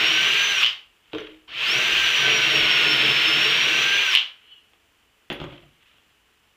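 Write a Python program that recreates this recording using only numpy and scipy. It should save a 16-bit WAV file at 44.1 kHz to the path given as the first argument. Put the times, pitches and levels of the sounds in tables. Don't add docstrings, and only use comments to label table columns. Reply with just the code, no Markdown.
import sys
import numpy as np
from scipy import signal
from scipy.fft import rfft, irfft, next_fast_len
from scipy.io import wavfile
from scipy.ndimage import uniform_filter1d, map_coordinates

SR = 44100
rng = np.random.default_rng(int(sys.argv[2]) if len(sys.argv) > 2 else 0)


def persist_wave(psi):
    counts = np.round(np.clip(psi, -1, 1) * 32767).astype(np.int16)
    wavfile.write(sys.argv[1], SR, np.atleast_2d(counts).T)


def gain_from_db(level_db):
    decades = np.asarray(level_db, float) / 20
    return 10 ** decades


N = 289296


def unit(x):
    return x / np.sqrt(np.mean(x ** 2) + 1e-20)


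def along(points, hz):
    f, v = np.transpose(points)
    return np.interp(np.log(hz + 1), np.log(f + 1), v)


def curves(rows):
    s, *columns = np.transpose(rows)
    t = np.arange(N) / SR
    inside = (t >= s[0]) & (t <= s[-1])
    gate = uniform_filter1d(1. * inside, size=200)
    return [np.interp(t, s, column) for column in columns], gate


def swells(rows):
    t = np.arange(N) / SR
    total = 0
    for s, db, rise, fall in rows:
        total = total + gain_from_db(db - 60 * np.maximum((s - t) / abs(rise), (t - s) / abs(fall)))
    return total


def wobble(rate):
    knots = rng.standard_normal(int(N * rate / SR) + 4)
    return map_coordinates(knots, [np.arange(N) * rate / SR])


def filtered(x, response):
    m = next_fast_len(N + SR // 2)
    return irfft(rfft(x, m) * response(np.fft.rfftfreq(m, 1 / SR)), m)[:N]


def noise(points, grain_db, rate):
    source = gain_from_db(grain_db * wobble(rate)) * rng.standard_normal(N)
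    return unit(filtered(source, lambda hz: gain_from_db(along(points, hz))))


def resonant(modes):
    def response(f):
        total = 0
        for k, (centre, width, db) in enumerate(modes):
            damping = 1j * f * width
            total = total + (-1) ** k * gain_from_db(db) * damping / (centre * centre - f * f + damping)
        return total
    return response


def causal(points):
    cepstrum = irfft(np.log(gain_from_db(along(points, np.fft.rfftfreq(4096, 1 / SR))) + 1e-4))
    cepstrum[1:2048] *= 2
    cepstrum[2049:] = 0
    pulse = irfft(np.exp(rfft(cepstrum)))[:2048]
    return pulse / np.abs(pulse).max()


def burst(t60, points, strike):
    t = np.arange(SR // 30) / SR
    chatter = gain_from_db(-60 * t / t60) * (1 - np.exp(-t / 0.001)) * rng.standard_normal(len(t))
    chatter[12] += strike
    sound = np.convolve(chatter, causal(points))[:len(t)]
    return sound / np.abs(sound).max()


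# time in seconds, shaft speed in Hz.
MOTOR_RUNS = [
    [(0, 363), (.3, 396.5), (.44, 403.7), (.516, 402.5)],
    [(1.478, 62), (1.645, 285), (1.7, 352), (1.74, 376), (1.79, 389.5), (1.92, 396.2), (2.1, 391.8),
     (2.45, 375.3), (2.9, 358.7), (3.33, 353), (3.41, 365.5), (3.63, 376.5), (3.85, 394.3), (4.025, 404.5)],
]


def drill(run):
    speeds = stopping(run)
    (shaft_hz,), gate = curves(speeds)
    t = np.arange(N) / SR
    slow = np.log2(np.minimum(shaft_hz / 335, 1)) * (t < run[-1][0])
    bite_db = 8 * np.exp(np.minimum(t - speeds[-1][0], 0) / .012)
    feed_db, = curves(FEED)[0]
    turns = 2 * np.pi * np.cumsum(shaft_hz * (1 + .0015 * wobble(40))) / SR
    tones = whine(shaft_hz, turns, bite_db) + shaft_orders(shaft_hz, turns, slow, bite_db)
    air = gear_rush(feed_db, slow, bite_db) + fan(slow, bite_db)
    return tones * gate, air * gate + cutting(shaft_hz, feed_db, slow, gate)


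def stopping(run):
    coast_s, coast_hz_per_s = .088, 350
    brake_s, brake_hz_per_s = .033, 3700
    s, hz = run[-1]
    coasted = hz - coast_hz_per_s * coast_s
    braked = coasted - brake_hz_per_s * brake_s
    return run + [(s + coast_s, coasted), (s + coast_s + brake_s, braked)]


# shaft speed in Hz, level in dB.
WHINE_LEVEL = [(100, -59), (215, -35.5), (290, -45.5), (335, -35), (372, -36), (384, -40), (396, -41.5),
               (404, -37)]


def whine(shaft_hz, turns, bite_db):
    level_db = along(WHINE_LEVEL, shaft_hz) - 1.4 * bite_db
    mesh = np.sin(15 * turns) + gain_from_db(-32.5) * np.sin(2 * 15 * turns)
    return gain_from_db(level_db + 3.5 + 2.1 * wobble(60) + 1.8 * wobble(14)) * mesh


# shaft speed in Hz, level in dB.
FOURTH_LEVEL = [(250, -35), (354, -38.5), (363, -33), (373, -45.5), (384, -28.5), (390.5, -39.5),
                (395, -31.5), (404, -35)]
# multiple of the shaft speed, level in dB against the fourth order.
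FAINT_ORDERS = [(1, -13.5), (2, -20), (3, -17.5), (5, -14.5), (6, 0), (10, -8.5), (16, -25.5), (17, -20.5)]


def shaft_orders(shaft_hz, turns, slow, bite_db):
    fourth_db = along(FOURTH_LEVEL, shaft_hz) + 28.5 * slow
    tones = gain_from_db(fourth_db + 3 + 1.5 * wobble(30)) * np.sin(4 * turns)
    smooth_db = uniform_filter1d(fourth_db, size=8000)
    for order, db in FAINT_ORDERS:
        level_db = smooth_db + db - 1 - 2 * bite_db + 12 * slow + 4 * wobble(12)
        tones += gain_from_db(level_db) * np.sin(np.round(order) * turns)
    return tones


# frequency in Hz, density in dB per Hz.
GEAR_CASE = [(290, -38.5), (500, -20.5), (720, -20.5), (804, -19.5), (1040, -12), (1350, -8.5),
             (1530, -6.5), (2010, -4), (2710, 3.5), (3130, 2), (5030, -18.5), (5490, -19.5), (7000, -44),
             (9100, -66), (15400, -120)]


def gear_rush(feed_db, slow, bite_db):
    level_db = -21 + 0.18 * (feed_db + 41.5) + 10.5 * slow + bite_db
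    return gain_from_db(level_db + 0.45 * wobble(22)) * noise(GEAR_CASE, grain_db=0.5, rate=700)


# frequency in Hz, density in dB per Hz.
FAN_COLOUR = [(3650, -21), (6200, -5), (6270, -2.5), (7480, -10.5), (11000, -20.5), (14300, -52),
              (22000, -120)]


def fan(slow, bite_db):
    level_db = -44 + 18 * slow + 0.76 * bite_db
    return gain_from_db(level_db + 0.57 * wobble(12)) * noise(FAN_COLOUR, grain_db=0.5, rate=500)


# time in seconds, cutting level in dB.
FEED = [
    (0, -35),
    (.48, -43),
    (.57, -49.5),
    (1.5, -48.5),
    (1.8, -41),
    (2.3, -33.5),
    (3.3, -33.5),
    (3.65, -35),
    (4.0, -42),
    (4.14, -54.5),
]
# centre in Hz, width in Hz, level in dB.
BENCH_MODES = [(93, 50, -19), (127, 12, -2), (144.5, 12, 1.5), (179, 110, -8.5), (247, 60, -5),
               (347, 41, -1), (529, 110, -9), (700, 120, -6.5), (1010, 340, -11)]
# centre in Hz, width in Hz, level in dB.
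JIG_MODES = [(135, 25, -9.5), (312.2, 7.7, 6.5), (401, 56, -2), (442.6, 40, 2.5), (606, 45, -3),
             (1061, 160, -13)]


def cutting(shaft_hz, feed_db, slow, gate):
    level_db = feed_db + slow + 2.5 * wobble(9) - 3
    chips = gain_from_db(1.2 * wobble(60)) * rng.standard_normal(N) * gate
    jig_db = 2.5 - 0.38 * np.abs(shaft_hz - 352)
    body = filtered(chips, resonant(sorted(BENCH_MODES + JIG_MODES[2:])))
    body = body + gain_from_db(jig_db) * filtered(chips, resonant(JIG_MODES[1:2]))
    return gain_from_db(level_db) * unit(body) * np.sqrt(gate.mean())


# time in seconds, peak in dB.
LOCK_CLICKS = [(.6145, -12), (.6305, -14), (.6388, -7), (.6455, -4), (.6545, -11), (.663, -4), (.672, -11),
               (.6815, -16), (.692, -17), (1.1245, -50), (1.4815, -40), (1.4935, -36), (4.1305, -10),
               (4.1512, 2), (4.1588, -2), (4.1728, -4), (4.186, -10)]


def lock():
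    case = [(300, -47.5), (1200, -22.5), (2200, -13.5), (3000, 1.0), (3700, -14.0), (5000, -23.5),
            (7000, -38), (11000, -56.0), (12000, -93)]
    out = np.zeros(N + SR)
    for s, db in LOCK_CLICKS:
        click = burst(0.0037, case, strike=1.9)
        out[round(s * SR):][:len(click)] += gain_from_db(db) * click
    return out[:N]


# time in seconds, peak in dB, thud in dB against the peak,
# bit ring in dB against the peak, bit ring in Hz.
KNOCKS = [(1.0574, -55.5, -25, -26, 6820), (1.1329, -22.5, -4, -43, 5840), (1.1489, -22.5, -6.5, -37, 5940),
          (1.1839, -22.5, -17.5, -21, 6100), (1.2055, -30.5, -11, -14, 5960),
          (4.7344, -45.5, -18, -29, 6680), (5.3013, -17, -9, -38, 5700), (5.315, -31.5, 9.5, -27, 6500),
          (5.3257, -27.5, -13, -15.5, 6650), (5.4009, -24, -13, -35, 6410), (5.4145, -31.5, -2, -34, 6560),
          (5.4404, -32.5, -1, -15, 6650), (5.5236, -46, 4.5, -38, 6240), (5.6296, -46, -7.5, -32, 6240),
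          (5.9414, -50, -20, -25.5, 6020), (5.9833, -49.5, -22.5, -26, 5900)]
# frequency in Hz, level in dB, 60 dB decay in seconds.
CHUCK_STEEL = [
    (8650, -22, .06),
    (10020, -2.5, .12),
]
# centre in Hz, width in Hz, level in dB.
BATTERY_SHELL = [(1560, 260, -12.5), (2260, 600, -12)]


def knocks():
    contact = [(300, -14), (1200, -7.5), (2400, -9.5), (3300, -2.0), (4200, -20.5), (6000, -34),
               (11000, -49.5), (12000, -87.5)]
    t = np.arange(SR // 5) / SR
    clicks, on_jig, on_edge, on_bench, rings = np.zeros((5, N + SR))
    soft = 1 - np.exp(-t / .0008)
    for s, db, thud_db, bit_db, bit_hz in KNOCKS:
        at = round(s * SR)
        click = burst(0.0134, contact, strike=4.4)
        clicks[at:][:len(click)] += gain_from_db(db + 1.0) * click

        wood = on_jig if s < 2 else on_edge if s < 5.39 else on_bench
        wood[at:][:len(t)] += gain_from_db(db + thud_db + 25.0 - 60 * t / 0.034) * rng.standard_normal(len(t))
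        wood[at] += gain_from_db(db + thud_db + 39)

        chuck_db = bit_db + (-9 if round(10 * s) == 53 else -24)
        ring = gain_from_db(bit_db + 3.5 - 60 * t / 0.013) * np.sin(2 * np.pi * bit_hz * t)
        for hz, level_db, t60 in CHUCK_STEEL:
            ring += gain_from_db(chuck_db + level_db + 1.5 - 60 * t / t60) * np.sin(2 * np.pi * hz * t)
        rings[at:][:len(t)] += gain_from_db(db) * ring * soft
    thuds = filtered(on_jig[:N], resonant(JIG_MODES))
    thuds += filtered(on_bench[:N], resonant(BENCH_MODES + BATTERY_SHELL))
    thuds += gain_from_db(5) * filtered(on_bench[:N], resonant([(125, 40, 0)]))
    thuds += gain_from_db(-4.0) * filtered(on_edge[:N], resonant(BENCH_MODES[3:] + BATTERY_SHELL))
    thuds = filtered(thuds, lambda f: 1 / (1 + 1j * f / 2200) ** 2)
    return clicks[:N], thuds, rings[:N]


# time in seconds, squeak pitch in Hz, level in dB.
SQUEAK_GLIDE = [
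    (4.4, 2900, -72),
    (4.46, 2920, -63),
    (4.5, 2980, -59),
    (4.525, 3000, -52),
    (4.55, 2960, -58),
    (4.59, 2910, -57),
    (4.61, 2940, -67),
    (4.72, 2950, -76),
]


def squeak():
    (hz, db), gate = curves(SQUEAK_GLIDE)
    tone = np.zeros(N)
    for ratio, strand_db in [(.5, -31), (.9, -12.5), (1, -1), (1.1, -10), (1.43, -21)]:
        waver = 1 + .02 * wobble(300) + .004 * wobble(20)
        turns = 2 * np.pi * np.cumsum(ratio * hz * waver) / SR
        tone += gain_from_db(strand_db + 3 * wobble(45)) * np.sin(turns)
    return gain_from_db(db + 6.0) * tone * gate


# peak time in seconds, level in dB,
# 60 dB rise in seconds, 60 dB fall in seconds (signs are ignored).
RUBS = [(.95, -66, .3, 0.5), (1.06, -62, -0.1, .8), (1.135, -40.5, -0.05, 0.2), (1.21, -46, .2, 0.17),
        (1.272, -43.5, 0.35, 0.42), (4.386, -56.5, 1, 1.2), (4.52, -62, 1.1, .5), (5.305, -32.5, 0, 0.34),
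        (5.41, -47, .03, -0.3), (5.524, -45.5, 0.25, 0.46), (5.86, -55, .55, 1.0)]
# frequency in Hz, density in dB per Hz.
CLOTH_COLOUR = [(180, -38.5), (300, -9.5), (628, -24.5), (1090, -9.5), (1400, -2), (1580, -6), (3090, 4.5),
                (4900, -22.5), (7000, -32), (9100, -55.5), (15400, -120)]


def rustle():
    return gain_from_db(-2.5) * swells(RUBS) * noise(CLOTH_COLOUR, grain_db=3, rate=200)


# frequency in Hz, 60 dB decay in seconds.
SHOP_DECAY = [(150, 0.48), (500, 0.48), (2500, 0.3), (10000, 0.31)]


def shop(x, count=18):
    wet, step = np.zeros(N + 2 * SR), N // count + 1
    hz, t, z = signal.stft(rng.standard_normal((count, SR * 3 // 4)), SR, nperseg=256)
    decay = gain_from_db(-60 * t / along(SHOP_DECAY, hz)[:, None])
    tails = signal.istft(z * decay, SR, nperseg=256)[1]
    for k, tail in enumerate(tails):
        answer = signal.fftconvolve(x[k * step:][:step], tail / np.linalg.norm(tail))
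        wet[k * step + 200:][:len(answer)] += answer
    return wet[:N]


# peak time in seconds, level in dB,
# 60 dB rise in seconds, 60 dB fall in seconds.
GUSTS = [
    (1.15, -61.5, .3, 2),
    (1.92, -54.5, .5, 0.92),
    (2.25, -52.5, 1.6, 1.2),
    (2.72, -57.5, 1.5, 0.66),
    (3.27, -60, .9, 1.1),
    (5.305, -49.5, .03, .6),
    (5.42, -40, 0.11, 0.57),
]


def draught():
    running = sum(uniform_filter1d(curves(stopping(run))[1], size=8000) for run in MOTOR_RUNS)
    strength = gain_from_db(-80.5) + gain_from_db(-68) * running + swells(GUSTS)
    rumble = [(12, -39.0), (25, -5.0), (55, 0.0), (80, -12), (140, -58.5)]
    return strength * gain_from_db(-3.5) * noise(rumble, grain_db=5.0, rate=8)


# frequency in Hz, density in dB per Hz.
STILL_SHOP = [(15, -44.5), (25, -10.5), (69, -2.5), (149, -11.5), (353, -9), (381, -17.5), (422, -5.5),
              (505, -13.5), (545, -13), (1800, -10), (2100, -11), (2930, -7), (4070, -19.5), (11000, -25.5),
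              (14300, -48.5), (22000, -120)]


def still_air():
    electronics = [(7000, -67.5), (7200, -1), (7450, -6.5), (7700, -64)]
    microphone = [(2500, -40.0), (2800, -6.0), (2900, 0), (3050, -2.5), (3400, -38.5)]
    still = gain_from_db(-63.5) * noise(STILL_SHOP, grain_db=0.5, rate=100)
    still += gain_from_db(-84.5) * noise(electronics, grain_db=-0.3, rate=110)
    still += gain_from_db(-75.5) * noise(microphone, grain_db=0.5, rate=30)
    return still


def scene():
    tones_a, rush_a = drill(MOTOR_RUNS[0])
    tones_b, rush_b = drill(MOTOR_RUNS[1])
    clicks, thuds, rings = knocks()
    tones = tones_a + tones_b + squeak()
    rush = rush_a + rush_b
    hits = lock() + clicks
    wet = shop(gain_from_db(-6.5) * tones + gain_from_db(-7.5) * rush + gain_from_db(-0.5) * hits + gain_from_db(-3.0) * thuds)
    direct = tones + rings + rush + hits + thuds
    return (direct + wet + rustle() + draught() + still_air())[None]


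def band_limit(x):
    return signal.sosfilt(signal.butter(12, 16720, fs=SR, output="sos"), x)


def record(dry):
    clipped = np.clip(dry[0], -1, 1)
    low = filtered(clipped, lambda hz: hz < SR / 4)
    mirror = low * (-1.) ** np.arange(N)
    slope = [(11000, 0.0), (13000, -1.5), (15400, -5.5), (15650, -39.5), (17000, -69)]
    image = filtered(mirror, lambda hz: gain_from_db(along(slope, hz)))
    return band_limit(np.clip(low + image, -1, 1)[None])


dry = scene()
out = record(dry)
persist_wave(out)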